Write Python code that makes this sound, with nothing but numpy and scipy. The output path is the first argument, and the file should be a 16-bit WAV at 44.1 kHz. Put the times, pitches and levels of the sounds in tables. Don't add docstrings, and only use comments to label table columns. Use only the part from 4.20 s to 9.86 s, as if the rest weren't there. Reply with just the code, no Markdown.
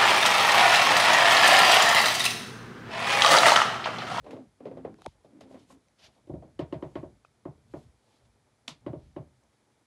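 import sys
import numpy as np
from scipy import signal
from scipy.fft import rfft, irfft
from scipy.io import wavfile

SR = 44100
rng = np.random.default_rng(int(sys.argv[2]) if len(sys.argv) > 2 else 0)


def waveform_to_disk(signal):
    frames = np.transpose(np.atleast_2d(signal))
    scaled = np.clip(frames, -1, 1) * 32767
    samples = np.round(scaled).astype(np.int16)
    wavfile.write(sys.argv[1], SR, samples)


def voltage_ratio(decibels):
    exponent = np.asarray(decibels, float) / 20
    return 10 ** exponent


N = 249601
BLOW_SAMPLES = SR * 3 // 10


def rms_one(x):
    return x / np.sqrt(np.mean(x ** 2) + 1e-20)


def at_hz(points, hz):
    table = np.array(points)
    return np.interp(np.log(hz + 1), np.log(table[:, 0]), table[:, 1])


def coloured(spectrum, size=N):
    hz = np.arange(size // 2 + 1) * SR / size
    white = rfft(rng.standard_normal(size))
    return rms_one(irfft(white * voltage_ratio(at_hz(spectrum, hz)), size))


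def flicker(rate_hz, spread_db):
    r = np.exp(-2 * np.pi * rate_hz / SR)
    drift = signal.lfilter([1], [1, -2 * r, r * r], rng.standard_normal(N + SR))
    return voltage_ratio(spread_db * rms_one(drift[SR:]))


def bell(peak_s, rise_s, fall_s, hold_s=0):
    t = np.arange(N) / SR - peak_s
    return np.exp(-0.5 * np.where(t < 0, t / rise_s, np.maximum(t - hold_s, 0) / fall_s) ** 2)


def swell(hz, swell_s, t):
    u = np.maximum(t, 0) / swell_s
    return (u / 3) ** 3 * np.exp(3 - u) * np.sin(2 * np.pi * hz * t)


# hz, t60_s
ROOM_T60 = [(80, 0.53), (210, 0.42), (560, 0.21), (1470, 0.23), (3880, 0.21), (10000, 0.15)]


def dying(spectrum, build_s, t60_share):
    t = np.arange(BLOW_SAMPLES) / SR
    noise = rfft(coloured(spectrum, size=BLOW_SAMPLES))
    hz = np.arange(len(noise)) * SR / BLOW_SAMPLES
    out = 0
    for low_hz in 40 * 2 ** np.arange(0, 8.5, 0.5):
        in_band = (hz >= low_hz) * (hz < low_hz * np.sqrt(2))
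        t60_s = t60_share * at_hz(ROOM_T60, low_hz * 1.2)
        out = out + irfft(noise * in_band, BLOW_SAMPLES) * voltage_ratio(-60 * t / t60_s)
    return out * (1 - np.exp(-t / build_s))


def harder(spectrum, slope_db):
    slope_db = np.clip(slope_db, -12, 5)
    return [(hz, db + slope_db * np.log2(hz / 2000)) for hz, db in spectrum]


def add(out, start_s, sound):
    i = max(round(start_s * SR), 0)
    out[i:i + len(sound)] += sound[:N - i]


# hz, level_db_per_hz
DEEP = [(15, -59), (25, -26), (59, 4), (90, -5.5), (120, -13.5), (200, -120)]
RUMBLE = [(53, -35), (90, -3.5), (129, 1), (178, -11), (250, -6.5), (320, -65), (550, -120)]
DISTANT = [(120, -25), (200, 0.5), (438, -1.5), (588, -2), (739, -4.5), (831, -3), (1500, -19), (1950, -31),
           (3300, -120)]
# peak_s, deep_db, rumble_db
SWAYS = [(0, -62, -61.5), (.25, -75, -73), (.58, -67, -68), (.94, -68.5, -78), (1.28, -84, -66),
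         (1.5, -79, -71), (1.86, -75, -73), (2.16, -53, -45), (2.4, -67, -64), (2.65, -67, -72),
         (2.87, -58, -59), (3.1, -84, -76), (3.53, -68, -59.5), (3.66, -64.5, -71), (4.07, -69, -78),
         (4.56, -72, -89), (4.72, -79, -54), (4.87, -59.5, -64), (5.04, -78, -61), (5.2, -74.5, -82)]
# peak_s, level_db
DISTANT_SWELLS = [
    (1, -91),
    (1.95, -78.5),
    (2.6, -64),
    (3.93, -79),
    (4.7, -80),
]


def house():
    deep, rumble, far = voltage_ratio(-83), voltage_ratio(-76.5), voltage_ratio(-74.5)
    for peak_s, deep_db, rumble_db in SWAYS:
        sway = bell(peak_s, rise_s=0.045, fall_s=0.052)
        deep = deep + voltage_ratio(deep_db) * sway
        rumble = rumble + voltage_ratio(rumble_db) * sway
    for peak_s, level_db in DISTANT_SWELLS:
        far = far + voltage_ratio(level_db) * bell(peak_s, 0.083, 0.083)
    out = deep * coloured(DEEP)
    out = out + rumble * flicker(17, 2.24) * coloured(RUMBLE)
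    return out + far * flicker(23.5, 2.04) * coloured(DISTANT)


# hz, level_db_per_hz
HUSH = [(710, -25), (1200, -4.5), (2410, -6.5), (2650, -12.5), (3280, -9), (10200, -14), (11200, -14.5),
        (11800, -24), (15300, -55), (22000, -120)]


def hush():
    return voltage_ratio(-76.5) * coloured(HUSH)


# hz, level_db_per_hz
TAIL = [(59, -35), (100, -2.5), (207, 1), (494, 4.5), (786, 0.5), (921, -11), (1090, -17), (1240, -19),
        (1500, -19), (1950, -47), (3300, -120)]
CRACK = [(470, -14), (800, -9.5), (1070, -3), (1250, -12), (1490, -14.5), (2090, -12.5), (2280, -15),
         (3530, -19.5), (5330, -27.5), (5700, -31.5), (11500, -41.5), (15000, -78), (22000, -120)]
# start_s, peak_db, ring_hz, crack_db, hardness_db_per_octave
TREADS = [(0.043, -47.5, 470, -63.5, 3.5), (0.064, -39.5, 600, -52.5, -1), (0.107, -37.5, 496, -49.5, 2.5),
          (0.13, -33, 486, -64, 6), (0.165, -35.5, 447, -57, -2), (0.404, -42.5, 490, -59.5, -3.5),
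          (0.4543, -31, 526, -52.5, -1), (0.468, -36, 490, -61, 1.5), (0.512, -35, 503, -60.5, -0.5),
          (0.57, -35, 565, -53, -3), (0.648, -28, 477, -48.5, -4), (0.786, -56, 453, -56, -13),
          (1.045, -46, 558, -69, 5), (1.208, -44, 646, -57, 18), (1.308, -46, 577, -62, -4),
          (1.342, -40.5, 547, -58.5, 0), (1.354, -49, 590, -59, -2.5), (1.503, -48.5, 553, -55.5, -4),
          (2.223, -41.5, 660, -65.5, -3)]


def treads():
    out, t = np.zeros(N), np.arange(BLOW_SAMPLES) / SR
    for start_s, peak_db, ring_hz, crack_db, hardness_db in TREADS:
        body = swell(ring_hz, 0.0011, t)
        body = body + voltage_ratio(-23) * swell(1.76 * ring_hz, 0.001, t)
        body = body + voltage_ratio(-7) * dying(TAIL, 0.0044, 0.84)
        add(out, start_s + 0.00046, voltage_ratio(peak_db) * body)
        crack = dying(harder(CRACK, hardness_db), 0.00083, 0.9) * (1 + 0.86 * np.exp(-t / 0.005))
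        add(out, start_s - 0.0005, voltage_ratio(crack_db - 2) * crack)
    return out


def creak(modes, slips_per_s):
    out = 0
    for hz, width_hz, level_db in modes:
        slips = (rng.random(N) < slips_per_s / SR) * voltage_ratio(1.6 * rng.exponential(1, N))
        slips = slips * rng.choice([-1, 1], N)
        r = np.exp(-np.pi * width_hz / SR)
        poles = [1, -2 * r * np.cos(2 * np.pi * hz / SR), r * r]
        out = out + voltage_ratio(level_db) * rms_one(signal.lfilter([1, 0, -1], poles, slips + 1e-18))
    return rms_one(signal.sosfilt(signal.butter(1, 1500, fs=SR, output="sos"), out))


# hz, width_hz, level_db
STAIR_LOW = [(207, 31, -11), (263.2, 17, -5), (304.4, 28, -9.5)]
STAIR_HIGH = [(426, 44, 9.5), (490, 160, -19), (563, 73, 13), (680, 53, -32.5), (940, 64, -1)]
# start_s, hold_s, low_creak_db, high_creak_db
LOADS = [(0.065, .02, -56, -52), (0.105, 0.098, -50, -57.5), (0.432, .03, -52.5, -70),
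         (0.461, 0.027, -62, -55.5), (0.546, 0.049, -49.5, -66), (0.656, 0.074, -56.5, -65),
         (1.112, 0.019, -61.5, -69.5), (1.17, 0.052, -55, -78), (1.267, 0.079, -58, -61),
         (1.377, 0.036, -60.5, -80), (1.512, 0.037, -58, -73), (2.232, 0.072, -67.5, -64.5)]


def shuffle():
    rise_s, fall_s, high_share = 0.017, 0.03, 0.72
    low, high = 0, 0
    for start_s, hold_s, low_db, high_db in LOADS:
        low = low + voltage_ratio(low_db) * bell(start_s, rise_s, fall_s, hold_s)
        high = high + voltage_ratio(high_db) * bell(start_s, rise_s, high_share * fall_s, high_share * hold_s)
    return low * creak(STAIR_LOW, 400) + high * creak(STAIR_HIGH, 500)


# hz, level_db_per_hz
PILE = [(290, -41), (500, -24), (611, -1.5), (1140, -12.5), (1340, -11), (3140, -3), (5030, -6), (5500, -8),
        (7150, -17), (12100, -120)]
FIBRES = [(2940, -6), (5000, -24), (5810, -6), (6410, 0), (11800, -7.5), (15300, -67), (22000, -120)]
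# peak_s, dull_db, bright_db, rise_s, fall_s
STROKES = [(.11, -76, -79.5, 0.05, 0.11), (.855, -69, -78, 0.052, 0.05), (1.213, -67, -84, 0.0059, .02),
           (1.33, -71, -75, 0.032, 0.027), (1.4, -71, -77, 0.019, 0.042), (1.514, -67, -67.5, 0.019, 0.025),
           (1.795, -65, -77, 0.0079, 0.019), (1.85, -55, -69, 0.019, 0.021), (1.95, -75, -85, 0.034, 0.031),
           (2.75, -78, -79.5, 0.22, 0.11), (3.05, -73, -95, .003, 0.017), (3.579, -72, -75.5, 0.058, 0.067),
           (3.93, -75, -82, 0.074, 0.048), (4.055, -76.5, -86, 0.0075, .012),
           (4.84, -77, -91, 0.058, 0.078), (5.34, -78, -83, 0.0072, 0.0057)]


def brush():
    dull, bright = 0, 0
    for peak_s, dull_db, bright_db, rise_s, fall_s in STROKES:
        stroke = bell(peak_s, rise_s, fall_s)
        dull = dull + voltage_ratio(dull_db) * stroke
        bright = bright + voltage_ratio(bright_db) * stroke
    return flicker(71, 0.96) * (dull * coloured(PILE) + bright * coloured(FIBRES))


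# hz, level_db_per_hz
SNAP_TAIL = [(180, -20), (300, 1), (390, -9), (657, -1), (766, -6), (1030, -1.5), (1510, -11.5),
             (3560, -1.5), (8550, -13.5), (11800, -23.5), (15300, -56), (22000, -120)]
# start_s, peak_db, low_ring_hz, high_ring_hz, high_ring_db
TICKS = [
    (0.743, -52.5, 1570, 2500, -12),
    (0.82, -41.5, 1160, 3800, -13),
    (0.8452, -52.5, 3480, 4470, -4),
    (.8628, -30, 1050, 2260, -10.5),
    (1.209, -55.5, 4540, 6500, 0.5),
    (3.0489, -63, 800, 1900, -14),
    (5.237, -66, 6330, 7500, -10),
    (1.685, -64, 2500, 6000, -2),
]
# start_s, hz, level_db, swell_s
BUMP = [(.8215, 645, -48, 0.00031), (.851, 750, -42.5, 0.0018), (0.858, 870, -33, 0.0015),
        (.8652, 628, -26, 0.00058), (.864, 453, -35, 0.00056), (0.871, 267, -40, 0.001),
        (0.878, 91, -37.5, 0.0013), (0.876, 920, -54, 0.0018), (3.0481, 1300, -47, 0.00059),
        (3.047, 2530, -59, 0.0012), (3.0482, 620, -51, 0.0004), (4.9575, 290, -50, 0.0021)]


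def handling():
    out, t = np.zeros(N), np.arange(SR // 10) / SR
    for start_s, peak_db, low_hz, high_hz, high_db in TICKS:
        nail = coloured(SNAP_TAIL, size=len(t)) * np.exp(-t / 0.00084)
        tick = swell(low_hz, 0.00023, t) + voltage_ratio(high_db) * swell(high_hz, 0.00044, t)
        tick = tick + voltage_ratio(0.5 + 0.67 * high_db) * nail
        tick = tick + voltage_ratio(-10) * swell(8600, 0.00004, t)
        add(out, start_s - 0.0005, voltage_ratio(peak_db) * tick)
    for start_s, hz, level_db, swell_s in BUMP:
        add(out, start_s, voltage_ratio(level_db) * swell(hz, swell_s, t))
    return out


# delay_s, hz, level_db, swell_s
BOARD = [(0.0005, 334.2, 4, 0.002), (0.0018, 550, -11, 0.0023), (0.002173, 605.5, -2.5, 0.002),
         (0.0012, 845, -23.5, 0.0024), (0.00082, 1070, -25, 0.0023), (.0003, 1640, -29, 0.0004),
         (.016, 640, -11, 0.0022)]
CAVITY = [(0.0013, 108, -52, 0.0013), (0.0306, 135.7, -2.5, 0.0032), (0.0059, 83.8, -14.5, 0.0093),
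          (0.0418, 77.2, -28, 0.021), (.075, 129, -32, 0.021)]
# delay_s, level_db
WALLS = [(0.014, -13), (.021, -16.5), (0.03, -32), (.037, -17), (0.048, -29)]
# hz, level_db, t60_s
JOISTS = [(152.2, -13, 0.2), (208, -22.5, 0.24), (274, -29, 0.2), (325.2, -12, 0.21), (361.2, -17.5, 0.26),
          (464, -7.5, 0.057), (509, -22.5, 0.24), (586, -27.5, 0.39), (628.8, 0, 0.066), (713, -17, 0.15),
          (774, -32.5, 0.16), (938, -23.5, 0.22), (1120, -58, 0.067)]
# hz, swell_s
HEEL = (3030, 0.0006)
# start_s, peak_db, crack_db, boom_db, hardness_db_per_octave
KNOCKS = [(2.072, -48.5, -74, 12, 5), (2.095, -32.5, -72, 3.5, 4), (2.138, -34, -61, 2.5, -5.5),
          (2.392, -24.5, -42, -2.5, 0), (2.525, -26.5, -44.5, -3, -1.5), (2.625, -28.5, -44, -4, -5),
          (2.755, -28, -42.5, -5, -3.5), (2.83, -33, -52, -7, -8.5), (3.2548, -31.5, -45, -1.5, -10),
          (3.538, -32, -44.5, -4.5, -8.5), (4.664, -28.5, -45, -2, -4.5), (4.732, -31.5, -52.5, 0, -7),
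          (4.9642, -31, -48, -1, -5.5)]


def knocks():
    out, t = np.zeros(N), np.arange(BLOW_SAMPLES) / SR
    boards = sum(voltage_ratio(db) * swell(hz, swell_s, t - delay_s) for delay_s, hz, db, swell_s in BOARD)
    boards = boards + sum(voltage_ratio(db) * np.interp(t - delay_s, t, boards) for delay_s, db in WALLS)
    joists = 0
    for k, (hz, level_db, t60_s) in enumerate(JOISTS):
        joists = joists + (-1) ** k * voltage_ratio(level_db - 60 * t / t60_s) * np.sin(2 * np.pi * hz * t)
    boards = boards + joists * (1 - np.exp(-(t / 0.004) ** 2))
    boom = sum(voltage_ratio(db) * swell(hz, swell_s, t - delay_s) for delay_s, hz, db, swell_s in CAVITY)
    for start_s, peak_db, crack_db, boom_db, hardness_db in KNOCKS:
        scatter = voltage_ratio(-13) * dying(TAIL, 0.009, 1.1)
        add(out, start_s - 0.0006, voltage_ratio(peak_db - 1) * (boards + voltage_ratio(boom_db) * boom + scatter))
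        crack = dying(harder(CRACK, hardness_db), 0.00015, 0.79) * (1 + 0.38 * np.exp(-t / 0.0027))
        add(out, start_s - 0.0007, voltage_ratio(crack_db) * crack)
        heel_db = crack_db + 0.5 + 2 * min(hardness_db, 0)
        add(out, start_s, voltage_ratio(heel_db) * swell(*HEEL, t))
    return out


# start_s, peak_db, hz
SNAP = [
    (4.478, -41, 1540),
    (4.4809, -20.5, 3260),
    (4.4808, -46, 10400),
]
# start_s, hz, level_db, swell_s
SNAP_BODY = [
    (4.481, 253, -41.5, .002),
    (4.507, 153, -47.5, 0.0045),
]


def snap():
    out, t = np.zeros(N), np.arange(BLOW_SAMPLES) / SR
    for start_s, peak_db, hz in SNAP:
        add(out, start_s, voltage_ratio(peak_db) * swell(hz, 0.0001, t))
    for start_s, hz, level_db, swell_s in SNAP_BODY:
        add(out, start_s, voltage_ratio(level_db) * swell(hz, swell_s, t))
    add(out, SNAP[0][0], voltage_ratio(-39) * dying(SNAP_TAIL, 0.00041, 0.81))
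    return out


def scene():
    floor = house() + hush()
    steps = treads() + shuffle() + brush() + knocks()
    return (floor + steps + handling() + snap())[None]


def top_cut(x):
    return signal.sosfilt(signal.butter(12, 12300, fs=SR, output="sos"), x)


def record(dry):
    mix = signal.sosfilt(signal.butter(3, 40, "high", fs=SR, output="sos"), dry)
    return top_cut(mix)


dry = scene()
out = record(dry)
waveform_to_disk(out)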